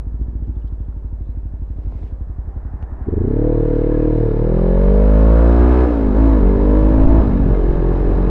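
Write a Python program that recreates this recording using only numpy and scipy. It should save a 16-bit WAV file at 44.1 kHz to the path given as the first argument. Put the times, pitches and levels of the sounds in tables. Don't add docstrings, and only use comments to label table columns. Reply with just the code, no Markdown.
import sys
import numpy as np
from scipy import signal
from scipy.io import wavfile
from scipy.ndimage import uniform_filter1d

SR = 44100
rng = np.random.default_rng(int(sys.argv[2]) if len(sys.argv) > 2 else 0)


def elevation(decibels):
    levels = np.asarray(decibels, float)
    return 10 ** (levels / 20)


def bounce(signal):
    frames = np.transpose(np.atleast_2d(signal))
    limited = np.clip(frames, -1, 1)
    pcm = np.round(limited * 32767).astype(np.int16)
    wavfile.write(sys.argv[1], SR, pcm)


N = 366024
TIME = np.arange(N) / SR

# time in seconds, firing cycles per second.
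IDLE_REVS = [
    (0.0, 12.65),
    (0.199, 14.31),
    (0.488, 14.16),
    (0.649, 12.51),
    (1.832, 11.99),
    (2.574, 11.07),
    (2.699, 11.94),
    (2.865, 10.36),
    (3.032, 11.68),
]
# time in seconds, cycles per second.
RIDE_REVS = [(3.444, 39.2), (3.6, 38.2), (3.74, 37.6), (3.86, 37.8), (4.2, 38.8), (4.24, 38.2), (4.3, 36.1),
             (4.45, 39.7), (4.9, 48.5), (5.22, 54.1), (5.61, 60.4), (5.805, 63.15), (6.125, 49.2),
             (6.2, 54.8), (6.25, 55.4), (6.34, 54.2), (6.435, 47.2), (6.5, 48.7), (6.96, 53.5),
             (7.198, 55.52), (7.3, 50.75), (7.46, 45), (7.55, 46.8), (7.63, 42.7), (7.68, 43.5),
             (8.3, 45.5)]
# time in seconds, opening (0 shut, 0.4 eased, 0.7 part, 1 wide).
THROTTLE = [
    (3, 1),
    (5.835, 1),
    (5.87, 0),
    (6.14, 0),
    (6.18, .7),
    (7.2, .7),
    (7.24, 0),
    (7.45, 0),
    (7.5, .4),
    (8.3, .4),
]
# boom in dB at its strongest, bark in dB, hiss in dB.
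LOAD = [(-17, -21.5, -42.5), (-11, -21, -41), (-11, -17, -41.5), (-9, -16.5, -41.5)]
# pitch in Hz, width in Hz, level in dB.
SILENCER = [
    (54.3, 9.9, 10),
    (92, 38, 5.5),
    (126, 17, -14),
    (244.7, 26, -8),
    (300, 21, -9),
    (420, 77, -40),
]
# time in seconds, level in dB.
HARD_FIRINGS = [
    (0.196, -4.5),
    (0.48, -1),
    (1.846, -4.5),
    (2.012, -10.5),
]
WIDE_HZ = [39.5, 45, 50.5, 56, 61]
PART_HZ = [49.2, 51.8, 54.5]
# multiple of the firing rate, dB with the clutch slipping, dB at each WIDE_HZ.
OPEN_TONES = [(2, -31, -32, -39, -32, -27, -26), (3, -24, -23, -25, -24, -24, -30),
              (4, -29, -29, -21, -21, -27, -22), (5, -32, -28, -28, -28, -25, -21),
              (6, -42, -41, -39, -35, -25, -21), (7, -28, -35, -40, -46, -32, -25),
              (8, -23, -30, -28, -28, -29, -31), (9, -27, -32, -27, -24, -27, -31),
              (10, -35, -36, -28, -26, -29, -33), (11, -33, -32, -34, -29, -31, -31),
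              (12, -26, -26, -27, -32, -38, -33), (13, -26, -29, -34, -42, -42, -45),
              (14, -40, -39, -38, -41, -59, -41), (15, -52, -46, -46, -51, -44, -40),
              (16, -43, -49, -55, -51, -42, -35), (17, -41, -53, -54, -49, -44, -44),
              (18, -45, -54, -41, -62, -46, -42), (19, -55, -48, -50, -47, -49, -41),
              (20, -64, -57, -48, -49, -39, -45), (21, -56, -66, -55, -48, -50, -44),
              (22, -63, -52, -55, -57, -50, -55), (23, -58, -64, -59, -56, -49, -50),
              (24, -59, -52, -56, -57, -49, -53), (25, -48, -64, -54, -59, -51, -46),
              (26, -65, -57, -64, -55, -52, -58), (27, -63, -62, -71, -59, -56, -47),
              (28, -58, -72, -67, -65, -50, -53)]
# multiple of the firing rate, dB at each PART_HZ,
# then dB when eased, dB when shut in a low gear, dB when shut in top gear.
CLOSING_TONES = [(2, -34, -30, -25, -43, -45, -33), (3, -31, -32, -30, -31, -43, -30),
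                 (4, -23, -25, -27, -28, -24, -25), (5, -24, -22, -18, -39, -21, -21),
                 (6, -25, -22, -22, -32, -29, -25), (7, -41, -51, -32, -29, -31, -38),
                 (8, -26, -32, -34, -28, -27, -35), (9, -27, -26, -31, -28, -32, -39),
                 (10, -32, -32, -36, -31, -35, -38), (11, -36, -30, -30, -39, -39, -42),
                 (12, -35, -36, -30, -42, -36, -47), (13, -46, -44, -45, -37, -41, -47),
                 (14, -55, -59, -54, -50, -50, -46), (15, -47, -50, -43, -55, -51, -50),
                 (16, -50, -56, -36, -48, -40, -49), (17, -51, -46, -43, -46, -58, -58),
                 (18, -51, -45, -41, -54, -47, -60), (19, -45, -41, -47, -53, -58, -47),
                 (20, -45, -46, -43, -51, -51, -53), (21, -52, -48, -49, -59, -51, -65),
                 (22, -54, -46, -53, -54, -54, -53), (23, -61, -50, -51, -55, -60, -53),
                 (24, -52, -66, -57, -56, -57, -56), (25, -56, -60, -55, -55, -56, -60),
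                 (26, -60, -54, -63, -52, -68, -61), (27, -57, -68, -58, -54, -64, -69),
                 (28, -73, -64, -54, -61, -65, -62)]
# pitch in Hz, level in dB.
LAUNCH_PIPE = [(20, -36), (50, -31), (68, -17.5), (90, -19), (125, -30.5), (170, -30), (450, -29),
               (550, -47), (1100, -67)]
# pitch in Hz, level in dB per Hz.
HISS_COLOUR = [(60, -35), (250, -14), (600, -4), (800, -9.5), (1100, -15.5), (1450, -19), (2300, -31.5),
               (3050, -35.5), (5000, -48.5), (7000, -55.5), (9000, -60.5), (14000, -83)]
# pitch in Hz, width in Hz, lift in dB.
CASINGS = [(760, 140, -9), (920, 120, 4), (1700, 90, 8), (2140, 70, 6), (2520, 90, 4), (3520, 250, -2),
           (3950, 450, 6), (5000, 500, 5), (6350, 200, 4), (7500, 400, 6)]
# time in seconds, metres per second.
SPEED = [
    (0, 3.03),
    (2, 1.87),
    (3, 3.64),
    (4.2, 5.6),
    (4.7, 5.7),
    (5.3, 10),
    (5.9, 13),
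    (6.6, 13.1),
    (7.2, 20.3),
    (8.3, 19.8),
]
# time in seconds, length in seconds, buffet lift in dB, roar lift in dB.
GUSTS = [
    (5.902, .2, 3, -1),
    (6.542, .1, 6, -1),
    (6.995, .23, 2, -1),
    (7.5, .2, -4, -4),
    (7.71, .08, -4, -6),
    (7.95, .2, 0, -3),
    (8.206, .14, 7, -2),
]
# pitch in Hz, level in dB per Hz.
BUFFET_COLOUR = [(6, -1), (18, -11), (35, 4.5), (60, -2.5), (100, -11.5), (200, -30), (500, -51.5),
                 (2000, -110)]
ROAR_COLOUR = [(40, -21), (100, 6), (200, -4.5), (400, -5.5), (600, -16.5), (800, -17), (2000, -41.5),
               (6000, -110)]
# pitch in Hz, level in dB per Hz.
PASS_COLOUR = [(100, -11.5), (400, -16), (750, 1.5), (1300, -10), (1800, -12), (2150, -25), (3500, -48.5),
               (8000, -77.5)]
# time in seconds, peak in dB, pitch in Hz.
TICKS = [(0.678, -58, 3300), (0.67, -62, 3000), (0.6, -63, 3300), (0.47, -64, 3000), (0.305, -64, 3200),
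         (0.73, -64, 3200), (1.27, -64, 2900), (0.9264, -40, 800), (1.5424, -38, 650), (1.9225, -34, 750),
         (2.029, -36, 650), (2.5763, -33, 650), (2.825, -57, 4200), (2.8255, -43, 2000), (2.825, -39, 1200),
         (2.825, -34, 600), (2.031, -49, 2200), (2.031, -33, 300)]
# pitch in Hz, level in dB per Hz.
SCUFF_COLOUR = [(800, -17), (2000, -0.5), (4000, -8.5), (8000, -20.5), (12000, -39)]
# start in seconds, length in seconds, first pitch in Hz, last pitch in Hz, level in dB.
CHIRPS = [(0.057, .04, 4400, 5000, -78), (0.214, .035, 3700, 3030, -74), (.425, .05, 3750, 2625, -72),
          (.47, .025, 3000, 3700, -75), (0.545, .03, 3750, 3170, -71), (0.601, .04, 3200, 2610, -68),
          (0.667, .03, 2800, 3760, -65), (0.788, .03, 3650, 3300, -73), (0.84, .025, 2800, 3840, -73),
          (1.234, .045, 3450, 3710, -74), (1.267, 0.082, 3800, 4210, -76)]
# pitch in Hz, level in dB per Hz.
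SELF_COLOUR = [(500, -5.5), (5000, -1), (9500, -3), (12000, -17), (15000, -33)]

START_TURN = .14
CATCH_S, SPIN_UP_S, SPIN_UP_SHAPE = 3.026, .182, 1.389
CLUTCH_HOME_S, TOP_GEAR_S = 4.3, 6.8
IDLE_DB, IDLE_SAG_DB_PER_HZ, IDLE_BRIGHT_DB_PER_HZ = -23.5, -0.09, 2
LOW_HZ, MIDDLE_HZ = 38, 47.5
BOOM_HZ, BOOM_WIDTH_HZ, BOOM_STEEP = 55.7, 23.5, 1.79
BARK_DB_PER_HZ, OVERRUN_S, OVERRUN_DB = 0.0768, 0.4, 3
HISS_DB_PER_HZ, IDLE_HISS_DB, HISS_BUILDS_S = 0.3657, -64.5, 0.78
FIRST_LEADS, FIRST_LOW, FIRST_HIGH = .243, .6, 1.2
RING_LAG = .62
BUFFET_DB, BUFFET_DB_PER_DOUBLING, ROAR_DB, ROAR_DB_PER_DOUBLING = -59.5, 9, -56.5, 8.5


def revs():
    since = np.maximum(TIME - CATCH_S, 0)
    caught = 1 - np.exp(-(since / SPIN_UP_S) ** SPIN_UP_SHAPE)
    return (1 - caught) * curves(IDLE_REVS)[0] + caught * curves(RIDE_REVS)[0]


def loudness(hz):
    throttle = curves(THROTTLE)[0]
    boom_db, bark_db, hiss_db = (np.interp(throttle, [0, .4, .7, 1], c) for c in np.transpose(LOAD))
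    off_note_db = BOOM_STEEP * 10 * np.log10(1 + (2 * (hz - BOOM_HZ) / BOOM_WIDTH_HZ) ** 2)
    boom_db = boom_db - np.minimum(throttle / 0.47, 1) * off_note_db
    keep = np.exp(-1 / (OVERRUN_S * SR))
    recent_change = signal.lfilter([1, -1], [1, -keep], throttle - throttle[0])
    bark_db = bark_db - OVERRUN_DB * recent_change + BARK_DB_PER_HZ * (hz - MIDDLE_HZ)
    hiss_db = hiss_db + HISS_DB_PER_HZ * (hz - MIDDLE_HZ)
    caught = np.clip((TIME - CATCH_S) / HISS_BUILDS_S, 0, 1) ** 0.43
    return boom_db, bark_db, IDLE_HISS_DB + caught * (hiss_db - IDLE_HISS_DB)


def idle(turns, hz, lead=0.29, lead_db=-6, lag=0.38, soft_s=0.0033, early_knock=0.19, echo_s=0.01521, echo=0.65):
    firing = np.diff(np.floor(turns), prepend=0)
    early = np.diff(np.floor(turns + lead), prepend=0)
    uneven_db = [[2.0], [.6]] * rng.standard_normal((2, 400))
    early_strength, firing_strength = elevation(uneven_db)[:, (turns + .5).astype(int)]

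    t = TIME[:SR // 4]
    modes = [elevation(db) * np.exp(-np.pi * width * t) * np.exp(2j * np.pi * pitch * t) for pitch, width, db in SILENCER]
    upper = sum(modes[1:])
    ring = (modes[0] * np.exp(-1j * lag) - upper).imag
    soft_ring = ring + (1 - early_knock) * upper.imag
    delay = round(echo_s * SR)
    ring[delay:] -= echo * sum(modes[3:]).imag[:-delay]

    firing = firing * firing_strength
    for s, db in HARD_FIRINGS:
        firing[round(s * SR)] += elevation(db)
    earlies = elevation(lead_db) * early * early_strength
    thumps = (signal.oaconvolve(firing, ring) + signal.oaconvolve(earlies, soft_ring))[:N]
    thumps[:len(ring) - 600] += ring[600:]
    soften = np.hanning(max(round(soft_s * SR), 3))
    thumps = np.convolve(np.r_[ring[300:600], thumps], soften)[300:][:N]
    knock = signal.sosfilt(signal.butter(N=2, Wn=100, btype="high", fs=SR, output="sos"), thumps)
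    bright_db = IDLE_BRIGHT_DB_PER_HZ * np.clip(hz - 12, -2, 3)
    thumps = thumps + (elevation(bright_db) - 1) * knock
    fade = np.clip((3.1 - TIME) / 0.072, 0, 1)
    level = elevation(IDLE_DB + IDLE_SAG_DB_PER_HZ * (hz - 9.0))
    return level * fade * thumps / np.std(thumps[:3 * SR])


def exhaust(turns, hz, smear_ms=1.1, tilt=.15, late=0.1687, boom_delay=0.16, boom_lag=0.0078,
            waver_db=1.7, jitter=0.003):
    step = 6
    boom_db, bark_db, _ = loudness(hz)
    boom_db, bark_db, throttle = boom_db[::step], bark_db[::step], curves(THROTTLE)[0][::step]
    shut, eased, part, wide = between(throttle, [0, .4, .7, 1])
    turns = (turns + jitter * wander(1.1, count=1)[0])[::step]
    hz, t = hz[::step], TIME[::step]
    turns = turns - late * np.clip((hz - 26) / 12, 0, 1)
    launch = np.clip((37 - hz) / 5, 0, 1)
    first = np.interp(hz, [47.5, 50.5], [FIRST_LOW, FIRST_HIGH])
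    pipe_hz, pipe_db = np.transpose(LAUNCH_PIPE)

    home = np.clip((t - CLUTCH_HOME_S) / 0.16 + 1, 0, 1)
    top_gear = t > TOP_GEAR_S
    wide_shares = wide * home * between(hz, WIDE_HZ)
    part_shares = part * between(hz, PART_HZ)
    shares = np.array([*wide_shares, *part_shares, eased, shut * ~top_gear, shut * top_gear])

    wavers = wander(3.88, count=30)
    scatter = rng.uniform(-0.68, .4, size=40)
    bark, power = 0, 1e-9
    for (k, slip_db, *wide_db), (_, *closing_db) in zip(OPEN_TONES, CLOSING_TONES):
        pair = 1 + first * np.exp(2j * np.pi * k * FIRST_LEADS)
        db = (1 - home) * slip_db + np.array(wide_db + closing_db) @ shares
        lone_db = np.interp(np.log(k * hz), np.log(pipe_hz), pipe_db) + 20 * np.log10(abs(pair) + 1e-3)
        db = db + launch * (lone_db - db)
        power = power + elevation(2 * db) / 2
        late_ms = smear_ms * k * hz / 200
        phase = k * (turns - hz * late_ms / 1000) + tilt
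        phase = phase - launch * RING_LAG / (1 + (k * hz / 160) ** 4)
        phase = phase + scatter[int(k)] * np.clip((k * hz - 560) / 250, 0, 1)
        level = elevation(db + waver_db * wavers[int(k)][::step])
        bark = bark + level * np.cos(2 * np.pi * phase + np.angle(pair))
    boom_turns = turns - boom_delay - boom_lag * (hz - LOW_HZ)
    boom = np.sqrt(2) * np.cos(2 * np.pi * boom_turns)
    rise = np.clip((t - 3.06) / 0.026, 0, 1)
    growl = rise * (elevation(boom_db) * boom + elevation(bark_db) * bark / np.sqrt(power))
    return signal.resample_poly(growl, step, 1, window=("kaiser", 10))[:N]


def hiss(turns, hz, throb=0.18, late=0.14):
    raw = noise(HISS_COLOUR, patchy_db=1.0, lifts=CASINGS, size=1024)
    band = signal.sosfilt(signal.butter(N=4, Wn=[1000, 3500], btype="band", fs=SR, output="sos"), raw)
    puff = 1 + throb * np.cos(2 * np.pi * (turns - late))
    return elevation(loudness(hz)[2]) * puff * raw / np.std(band)


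def wind():
    doublings = np.log2(np.maximum(curves(SPEED)[0], .1))
    gust_db, lull_db = sum(np.outer(db, swell(s, length, length)) for s, length, *db in GUSTS)
    buffet_db = BUFFET_DB + BUFFET_DB_PER_DOUBLING * doublings + gust_db
    roar_db = ROAR_DB + ROAR_DB_PER_DOUBLING * doublings + lull_db
    lumps = 1.6 * np.tanh(wander(6.0, count=1)[0] / 1.6)
    buffet = elevation(buffet_db + 4.2 * lumps) * evened(noise(BUFFET_COLOUR, patchy_db=-4.5, size=2048))
    roar = elevation(roar_db + 0.67 * lumps) * evened(noise(ROAR_COLOUR, patchy_db=.8))
    return buffet + roar


def passer():
    return elevation(-45) * swell(3.51, rise_s=0.99, fall_s=0.28) * evened(noise(PASS_COLOUR, patchy_db=.8))


def grate(pitch_hz=225):
    band = signal.butter(N=2, Wn=[pitch_hz * 0.43, pitch_hz * 1.87], btype="band", fs=SR, output="sos")
    bars = elevation(-45.5 + 2.5 * wander(40, count=1)[0])
    rumble = evened(signal.sosfilt(band, rng.standard_normal(N)))
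    return swell(1.93, rise_s=0.24, fall_s=0.23) * bars * rumble


def ticks():
    out, t = np.zeros(N), TIME[:900]
    grit = rng.standard_normal((len(TICKS), 900))
    for (s, db, hz), g in zip(TICKS, grit):
        band = signal.butter(N=3, Wn=[hz * .55, hz * 1.6], btype="band", fs=SR, output="sos")
        strike = 5 * np.exp(-t / .0003) + g
        snap = signal.sosfilt(band, strike * np.exp(-t / 0.003) * np.minimum(t / .0004, 1))
        out[round(s * SR):][:900] += elevation(db) * snap / abs(snap).max()
    return out


def scuff():
    brush = evened(noise(SCUFF_COLOUR, patchy_db=1.5, size=512))
    return elevation(-66.5) * swell(2.07, rise_s=0.25, fall_s=0.049) * brush


def birds():
    out = np.zeros(N)
    for s, length, from_hz, to_hz, db in CHIRPS:
        n = round(length * SR)
        turns = np.cumsum(np.linspace(from_hz, to_hz, n)) / SR
        out[round(s * SR):][:n] += elevation(db) * np.hanning(n) * np.sin(2 * np.pi * turns)
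    leaves = evened(uniform_filter1d(rng.standard_normal(N), size=45))
    return out * (.8 + .7 * leaves)


def noise(colour, patchy_db, lifts=(), size=1024):
    hz = np.fft.rfftfreq(size, 1 / SR)
    a, b, patches = rng.standard_normal((N * 4 // size + 5, len(hz), 3)).T
    patches = uniform_filter1d(patches, size=7, axis=0)
    patches = evened(uniform_filter1d(patches, size=14, axis=1))
    f, db = np.transpose(colour)
    shape_db = np.interp(np.log(hz + 1), np.log(f), db)
    shape_db = shape_db + sum(lift_db / (1 + (2 * (hz - c) / w) ** 2) for c, w, lift_db in lifts)
    z = (a + 1j * b) * elevation(shape_db[:, None] + patchy_db * patches)
    return signal.istft(z, nperseg=size, noverlap=size * 3 // 4)[1][:N]


def wander(hz, count):
    steps = rng.standard_normal((count, 4000))
    steps = signal.lfilter(*signal.butter(N=2, Wn=np.clip(hz, .1, 200), fs=4000 * SR / N), steps)
    return [np.interp(TIME, np.linspace(0, N / SR, 4000), evened(row)) for row in steps]


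def swell(s, rise_s, fall_s):
    return np.exp(-((TIME - s) / np.where(TIME < s, rise_s, fall_s)) ** 2)


def curves(rows):
    s, *columns = np.transpose(rows)
    return [np.interp(TIME, s, c) for c in columns]


def between(value, stations):
    return np.array([np.interp(value, stations, row) for row in np.eye(len(stations))])


def evened(x):
    return x / np.sqrt(np.mean(x ** 2) + 1e-20)


def scene():
    hz = revs()
    turns = START_TURN + np.cumsum(hz) / SR
    engine = idle(turns, hz) + exhaust(turns, hz) + hiss(turns, hz)
    around = wind() + passer() + grate() + ticks() + scuff() + birds()
    return (engine + around)[None]


def top_cut(x):
    return signal.sosfilt(signal.butter(12, 14190, fs=SR, output="sos"), x)


def record(dry):
    dry = dry + elevation(-81) * evened(noise(SELF_COLOUR, patchy_db=-1.5, size=512))
    ceiling, knee = .715, 24
    limited = dry / (1 + abs(dry / ceiling) ** knee) ** (1 / knee)
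    return top_cut(limited)


dry = scene()
out = record(dry)
bounce(out)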